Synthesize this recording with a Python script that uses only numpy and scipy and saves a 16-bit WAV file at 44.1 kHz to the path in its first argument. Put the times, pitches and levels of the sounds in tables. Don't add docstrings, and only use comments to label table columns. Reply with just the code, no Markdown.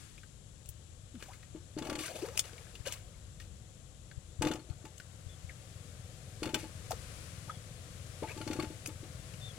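import sys
import numpy as np
from scipy import signal
from scipy.fft import rfft, irfft, next_fast_len
from scipy.io import wavfile
from scipy.ndimage import map_coordinates

SR = 44100
rng = np.random.default_rng(int(sys.argv[2]) if len(sys.argv) > 2 else 0)


def store_pcm(level_fs):
    pcm = np.round(np.clip(level_fs, -1, 1) * 32767).astype(np.int16)
    wavfile.write(sys.argv[1], SR, np.atleast_2d(pcm).T)


N = 422473

# (frequency [Hz], level [dB])
SLOSH_SPECTRUM = [(150, 0), (350, 4), (550, 1.5), (900, 4), (1500, -2.5), (3000, -1.5), (6000, -29.5)]
FADE_IN_S = .006
TOP_HZ = 15950


def amp(db):
    return 10 ** (np.asarray(db) / 20)


def unit(x):
    return x / np.sqrt(np.mean(x ** 2) + 1e-20)


def seconds(length):
    return np.arange(int(length * SR)) / SR


def along(points, hz):
    f, v = np.transpose(points)
    return np.interp(np.log(hz + 1), np.log(f + 1), v)


def curves(rows):
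    s, *cols = np.transpose(rows)
    return [np.interp(np.arange(N) / SR, s, c) for c in cols]


def wobble(rate):
    knots = rng.standard_normal(int(N * rate / SR) + 4)
    return map_coordinates(knots, [np.arange(N) * rate / SR])


def add(track, s, sound):
    start = max(round(s * SR), 0)
    part = track[start:start + len(sound)]
    part += sound[:len(part)]


def filtered(x, response):
    m = next_fast_len(N + SR // 2)
    return irfft(rfft(x, m) * response(np.fft.rfftfreq(m, 1 / SR)), m)[..., :N]


def coloured(x, spectrum, size=4096):
    cepstrum = irfft(np.log(amp(along(spectrum, np.fft.rfftfreq(size, 1 / SR)))))
    cepstrum[1:size // 2] *= 2
    cepstrum[size // 2 + 1:] = 0
    kernel = irfft(np.exp(rfft(cepstrum)))
    return signal.fftconvolve(x, kernel / np.linalg.norm(kernel))[:len(x)]


def noise(spectrum):
    return unit(coloured(rng.standard_normal(N), spectrum))


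def panned(x, left_db):
    ratio = amp(left_db)
    return np.array([x * ratio, x]) * 2 / (1 + ratio)


def ring(modes, t, scatter_db):
    hz, db, t60 = np.transpose(modes)[:, :, None]
    strength, detune = rng.standard_normal((2, len(modes), 1))
    decay = amp(db + scatter_db * strength - 60 * t / t60)
    x = np.sum(decay * np.sin(2 * np.pi * hz * (1 + 0.0095 * detune) * t), axis=0)
    return x / np.abs(x).max()


def burst(spectrum, t, t60):
    x = coloured(amp(-60 * t / t60) * rng.standard_normal(len(t)), spectrum)
    return x / np.abs(x).max()


def droplets(rate, centre_hz, spread, cycles, size_db, size=600):
    count = int(rate * N / SR)
    start = rng.integers(0, N, (count, 1))
    hz = centre_hz * np.exp(spread * rng.standard_normal((count, 1)))
    hz = np.clip(hz, 200, SR / 3)
    turns = hz * np.arange(size) / SR
    age = turns / cycles
    strength = amp(size_db * np.minimum(rng.exponential(size=(count, 1)), 3))
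    drops = strength * np.exp(-age) * np.sin(2 * np.pi * turns * (1 + age / 20))
    return unit(np.bincount((start + np.arange(size)).ravel(), drops.ravel(), N)[:N])


def plop(t, hz, glide, length):
    u = t / length
    phase = 2 * np.pi * np.cumsum(hz * 2 ** (glide * np.minimum(u, 1.5))) / SR
    churn = coloured(rng.standard_normal(len(t)), [(hz / 12, 0), (hz / 2, -15), (hz * 10, -60)])
    swell = 4.5 * u
    return swell * np.exp(1 - swell) * (.85 * np.sin(phase) + .5 * churn * np.cos(phase))


def clack(spectrum, crack_s, rattle_s, hold_s=0):
    scatter_db = 2.5
    t = seconds(.09) - FADE_IN_S
    late = np.maximum(t - hold_s, 0)
    dying = amp(-60 * late / crack_s) + amp(-5) * amp(-60 * late / rattle_s)
    fade_in = amp(-8 - 60 * abs(t) / .015)
    shape = np.where(t < 0, fade_in, dying)
    hz = np.geomspace(spectrum[0][0], TOP_HZ, 48)
    own = np.column_stack([hz, along(spectrum, hz) + scatter_db * rng.standard_normal(len(hz))])
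    click = coloured(shape * rng.standard_normal(len(t)), own)
    return amp(9.5) * click / np.linalg.norm(click)


def splashes():
    # (time [s], length [s], slosh level before its swell [dB],
    # spray level before its swell [dB], pitch of the hollow [Hz])
    strokes = [(1.176, 0.19, -61, -57.5, 1500), (1.812, 0.12, -45.5, -58, 790),
               (1.98, 0.074, -70, -44, 2500), (2.036, 0.042, -48, -48.5, 2000),
               (2.077, 0.18, -50, -52, 576), (2.19, 0.26, -57, -59, 980), (2.433, 0.05, -64, -60.5, 2000),
               (2.852, 0.041, -44.5, -45, 2730), (2.909, 0.057, -64, -48.5, 2960),
               (3.4, 0.03, -62, -53.5, 3320), (4.42, 0.11, -48, -58, 1060), (6.577, 0.052, -57, -50, 2300),
               (6.916, 0.0074, -39, -37.5, 1370), (7.478, 0.024, -49, -60, 980),
               (8.225, 0.031, -43, -66, 705), (8.27, 0.071, -51.5, -57, 2500)]
    # (frequency [Hz], level [dB])
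    spray_spectrum = [(900, -10.5), (2300, 6), (3200, 5.5), (4500, 3), (7000, 9), (10000, 10.5),
                      (15000, 4.5)]
    pocket_q, pocket_db = 2.8, 5
    gurgle_db, gurgle_lasts = -13.5, 3.15
    coarse = droplets(1300, centre_hz=1089, spread=0.715, cycles=10, size_db=3.5)
    fine = droplets(3500, centre_hz=5085, spread=0.63, cycles=5, size_db=4)
    fine = fine + 0.72 * rng.standard_normal(N)
    gurgles = droplets(180, centre_hz=850, spread=.6, cycles=9, size_db=4.5, size=2400)
    wash = unit(coloured(coarse, SLOSH_SPECTRUM))
    mist = unit(coloured(fine, spray_spectrum))
    clumps = unit(amp(3.1 * wobble(95)))
    track = np.zeros(N)
    for s, length, slosh_db, spray_db, hz in strokes:
        span = slice(max(round(s * SR), 0), min(round(s * SR) + SR, N))
        t = np.arange(span.stop - span.start) / SR
        u = t / (0.33 * length)
        settling = amp(-19) * (1 - np.exp(-u)) * np.exp(-t / 0.07)
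        swell = u * np.exp(1 - u) + settling
        pocket = unit(signal.lfilter(*signal.iirpeak(hz, pocket_q, fs=SR), wash[span]))
        slosh = amp(slosh_db) * unit(wash[span] + amp(pocket_db) * pocket)
        spray = amp(spray_db) * mist[span]
        churned = amp(slosh_db + gurgle_db) * (1 - np.exp(-u)) * np.exp(-t / (gurgle_lasts * length))
        add(track, s, clumps[span] * swell * (slosh + spray) + churned * gurgles[span])
    return track


def bubbles():
    # (time [s], level [dB], starting pitch [Hz], glide [octaves per length], length [s])
    pockets = [(1.14, -42.5, 294, -0.86, 0.055), (1.283, -44.5, 659, 0.99, 0.041),
               (1.915, -36, 640, -0.38, 0.019), (2.024, -46, 1076, 0.25, 0.04),
               (2.089, -46, 605, 0.27, .03), (2.223, -32.5, 295, 1, 0.038), (2.277, -42, 440, 0.32, 0.04),
               (2.868, -33, 487, 0.31, 0.015), (5.492, -45.5, 2365, -0.6, 0.02),
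               (6.907, -28.5, 723, 0.14, 0.014), (6.93, -38, 463, 0.013, 0.013),
               (7.495, -34, 1246, 0.14, 0.015), (8.224, -34.5, 480, -0.12, 0.0085),
               (8.592, -34.5, 1095, 0.084, 0.022)]
    track, t = np.zeros(N), seconds(.15)
    for s, db, hz, glide, length in pockets:
        add(track, s, amp(db) * plop(t, hz, glide, length))
    return track


def drips():
    # (time [s], level [dB], bubble pitch [Hz])
    drops = [(.179, -47.5, 2410), (.233, -50, 1500), (1.153, -54, 1380), (1.225, -44, 1570),
             (1.333, -47, 1990), (1.429, -50, 1820), (2.08, -38, 1390), (2.287, -43, 1057),
             (2.441, -46, 2750), (2.58, -47, 2220), (2.753, -42.5, 2800), (3.4, -43, 1770),
             (4.113, -47.5, 1470), (5.0, -40, 1410), (9.337, -47, 2700)]
    length, glide, tick_db = 0.013, 0.12, 4
    track, t = np.zeros(N), seconds(2 * length)
    for s, db, hz in drops:
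        tick = burst([(hz / 2, -10), (hz, 0), (hz * 10, -20)], t, t60=2 * length)
        add(track, s, amp(db) * (plop(t, hz, glide, length) / 2 + amp(tick_db) * tick))
    return track


def shells():
    # (time of the crack [s], level [dB], tilt about 4 kHz [dB per octave])
    clicks = [(.659, -39.5, 1), (0.69, -26.5, 8.5), (1.226, -31, -5.5), (2.376, -15, -.5),
              (2.3939, -9.5, -1.5), (2.533, -36.5, -7), (2.873, -25, -2), (2.924, -22.5, 0),
              (4.981, -36, -2), (6.909, -22, 5), (8.861, -23, -3.5), (8.874, -26, 6)]
    # (frequency [Hz], level [dB])
    shell_spectrum = [(600, -8.5), (2000, -7.5), (3100, 7.5), (4000, -8.5), (5100, 3.5), (6500, 7.5),
                      (9000, 5), (15000, -2)]
    track = np.zeros(N)
    for s, db, tilt_db in clicks:
        spectrum = [(hz, level + tilt_db * np.log2(hz / 4000)) for hz, level in shell_spectrum]
        add(track, s - FADE_IN_S, amp(db) * clack(spectrum, crack_s=.0035, rattle_s=.012))
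    return track


def bucket():
    # (time [s], thud level [dB], clack level [dB])
    landings = [(1.549, -35, -57), (1.767, -30.5, -42), (1.777, -37, -28), (1.814, -31.5, -34),
                (1.842, -42, -33), (1.861, -40, -32), (1.889, -33, -22), (1.919, -32.5, -30),
                (1.945, -36, -24), (1.981, -33, -30), (2.006, -37.5, -50), (4.412, -25.5, -17),
                (4.441, -24, -27.5), (4.461, -20.5, -25.5), (4.475, -42, -28), (4.505, -27.5, -25),
                (4.526, -50, -28), (4.547, -34, -36), (4.585, -40, -47), (4.69, -48, -45),
                (4.843, -43.5, -35.5), (6.422, -29, -24), (6.447, -37, -26.5), (6.464, -32.5, -36),
                (6.482, -31, -35.5), (6.535, -31, -13), (6.556, -29, -47), (6.632, -35.5, -40.5),
                (8.223, -33, -42), (8.366, -38.5, -34), (8.405, -33.5, -33), (8.467, -32.5, -29),
                (8.502, -28.5, -31.5), (8.522, -42, -25), (8.555, -34.5, -36), (8.589, -25.5, -28.5),
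                (8.616, -47, -28), (8.634, -31.5, -36), (8.703, -37.5, -54), (8.881, -36.5, -40),
                (9.03, -42, -45)]
    # (frequency [Hz], level [dB], t60 [s])
    bottom = [(156, -1.5, 0.078), (293, -25, 0.15), (309.7, 13.5, 0.12), (349, 0.5, 0.22),
              (602, -6.5, 0.13)]
    # (frequency [Hz], level [dB], t60 [s])
    wall_modes = [(756, -6, 0.082), (866, 3.5, 0.12), (1147, -3.5, 0.092), (1400, -3, 0.052),
                  (2220, -11, 0.029), (2767, -9.5, 0.035), (3530, -4, 0.038), (4370, -3, .04),
                  (4980, -17, .04)]
    # (frequency [Hz], level [dB])
    heap_spectrum = [(60, -33), (160, 8), (260, 9), (520, 5), (750, -26.5), (6000, -60)]
    # (frequency [Hz], level [dB])
    clack_spectrum = [(500, 6.5), (900, 4.5), (1700, 1), (2700, 5.5), (4500, -3.5), (5500, -1), (7000, 2.5),
                      (15000, -9.5)]
    tip_s = .009
    wall_db, scrape_db = -4, -8.5
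    track, t = np.zeros(N), seconds(.25)
    for s, thud_db, clack_db in landings:
        thud = ring(bottom, t, scatter_db=1.5) + amp(-8) * burst(heap_spectrum, t, t60=.06)
        wall = amp(wall_db) * ring(wall_modes, t, scatter_db=4)
        scrape = amp(scrape_db) * burst(SLOSH_SPECTRUM, t, t60=.12)
        heap_clack = clack(clack_spectrum, crack_s=.011, rattle_s=.05, hold_s=.004)
        add(track, s, amp(thud_db) * thud)
        add(track, s + tip_s, amp((thud_db + clack_db) / 2) * (wall + scrape))
        add(track, s + tip_s - FADE_IN_S, amp(clack_db) * heap_clack)
    return track


def bird():
    # (time [s], length [s], level before the flutter [dB], pitch at the top of the arch [Hz])
    whistles = [(5.293, 0.054, -63, 3500), (7.497, 0.088, -62, 3420), (9.412, 0.1, -53, 3600)]
    track = np.zeros(N)
    for s, length, db, hz in whistles:
        u = seconds(length) / length
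        pitch = hz * (1 - 0.147 * (u - .3) ** 2) + 30 * wobble(134)[:len(u)]
        envelope = np.abs(np.sin(np.pi * u)) ** 0.14
        add(track, s, amp(db) * envelope * np.sin(2 * np.pi * np.cumsum(pitch) / SR))
    flutter = amp(2 * wobble(60) + 3 * wobble(500))
    return track * flutter


def engine():
    # (time [s], level before the offsets of puffs and clatter [dB])
    course = [(0, -65.5), (2, -57), (4.3, -58.5), (6.3, -51), (9.58, -49.5)]
    # (frequency [Hz], level [dB])
    exhaust = [(30, -34), (60, -14.5), (85, 1), (108, 1), (130, -2.5), (170, -8), (260, -28.5), (3000, -96)]
    # (frequency [Hz], level [dB])
    clatter_spectrum = [(420, -4.5), (500, 4.5), (620, -1), (760, -0.5), (900, -37.5)]
    db, = curves(course)
    turns = np.cumsum(21 + 0.2007 * wobble(1.8)) / SR + 0.3043
    firings = np.diff(np.floor(turns), prepend=0) * amp(2.3 * wobble(29))
    puffs = unit(coloured(firings, exhaust)) + 0.65 * noise(exhaust)
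    clatter = noise(clatter_spectrum)
    return panned(amp(db - 1.5) * puffs, left_db=6.0) + panned(amp(db - 11.0) * clatter, left_db=3)


def background():
    # (time [s], left level before its random sway [dB])
    course = [(0, -52.5), (.45, -75.5), (2.6, -55), (4, -69), (5.3, -58), (7.1, -50.5), (9.58, -52)]
    # (frequency [Hz], level [dB])
    hiss_spectrum = [(300, 10), (900, 3.5), (2200, -2), (3400, 4), (5000, -1), (6800, 5), (7600, 9),
                     (8400, -1), (10000, 0.5), (14000, -24.5)]
    # (frequency [Hz], level [dB])
    broad_spectrum = [(200, 7), (600, 1.5), (980, 2.5), (1300, 4.5), (4500, 1), (10000, 0), (15000, -18)]
    # (frequency [Hz], level [dB])
    rumble_spectrum = [(15, -23.5), (45, 1.5), (80, 3.5), (140, -4.5), (250, -18.5), (3000, -71)]
    # (time of the peak [s], peak of the two channels' mean [dB])
    puffs = [(0.695, -42), (2.808, -36), (4.18, -33.5), (4.398, -29.5), (4.708, -30.5), (5.269, -36),
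             (5.45, -36.5)]
    broad_sway_db, rumble_sway_db = 1.3, 1.8
    bump_hz = 86
    broad_db, = curves(course)
    hiss = amp(-57.0) * np.array([noise(hiss_spectrum), amp(-43) * noise(hiss_spectrum)])
    broad = np.array([noise(broad_spectrum), amp(-11.5) * noise(broad_spectrum)])
    broad = amp(broad_db + broad_sway_db * wobble(2.783)) * broad
    shared = panned(noise(rumble_spectrum), left_db=6.0)
    separate = np.array([noise(rumble_spectrum), 0.45 * noise(rumble_spectrum)])
    rumble = amp(-55.5 + rumble_sway_db * wobble(4)) * (shared + 0.72 * separate)
    bumps, t = np.zeros(N), seconds(.08) - .04
    for s, peak_db in puffs:
        bump = np.exp(-(t * bump_hz / 0.5) ** 2) * np.cos(2 * np.pi * bump_hz * t)
        add(bumps, s + t[0], amp(peak_db) * bump)
    return hiss + broad + rumble + panned(bumps, left_db=26)


def banks(x):
    # (frequency [Hz], t60 [s])
    decay = [(200, .09), (2000, .07), (12000, .06)]
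    hz, t, z = signal.stft(rng.standard_normal((2, SR // 4)), SR, nperseg=256)
    dying = amp(-60 * t / along(decay, hz)[:, None])
    treble = (hz / (hz + 900))[:, None]
    tail = signal.istft(z * dying * treble, SR, nperseg=256)[1]
    return signal.fftconvolve(x, tail / np.linalg.norm(tail[0]), axes=1)[:, :N]


def scene():
    # (frequency [Hz], left over right [dB])
    lean = [(200, 5.4), (1000, 8.2), (1900, 5.4), (6000, 11), (15000, 4.6)]

    def ports(hz):
        turn = 2.32 * (hz / 10000) ** 0.93
        return panned(np.ones(len(hz)), along(lean, hz)) * np.exp(.5j * turn * np.array([[-1], [1]]))

    work = filtered(bucket() + bubbles() + drips() + shells() + splashes() + bird(), ports)
    return work + amp(-4) * banks(work) + engine() + background()


def record(dry):
    dips = [np.concatenate(signal.iirnotch(hz, 20, fs=SR)) for hz in (695, 812, 945)]
    return filtered(signal.sosfilt(dips, dry), lambda hz: hz < TOP_HZ)


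dry = scene()
out = record(dry)
store_pcm(out)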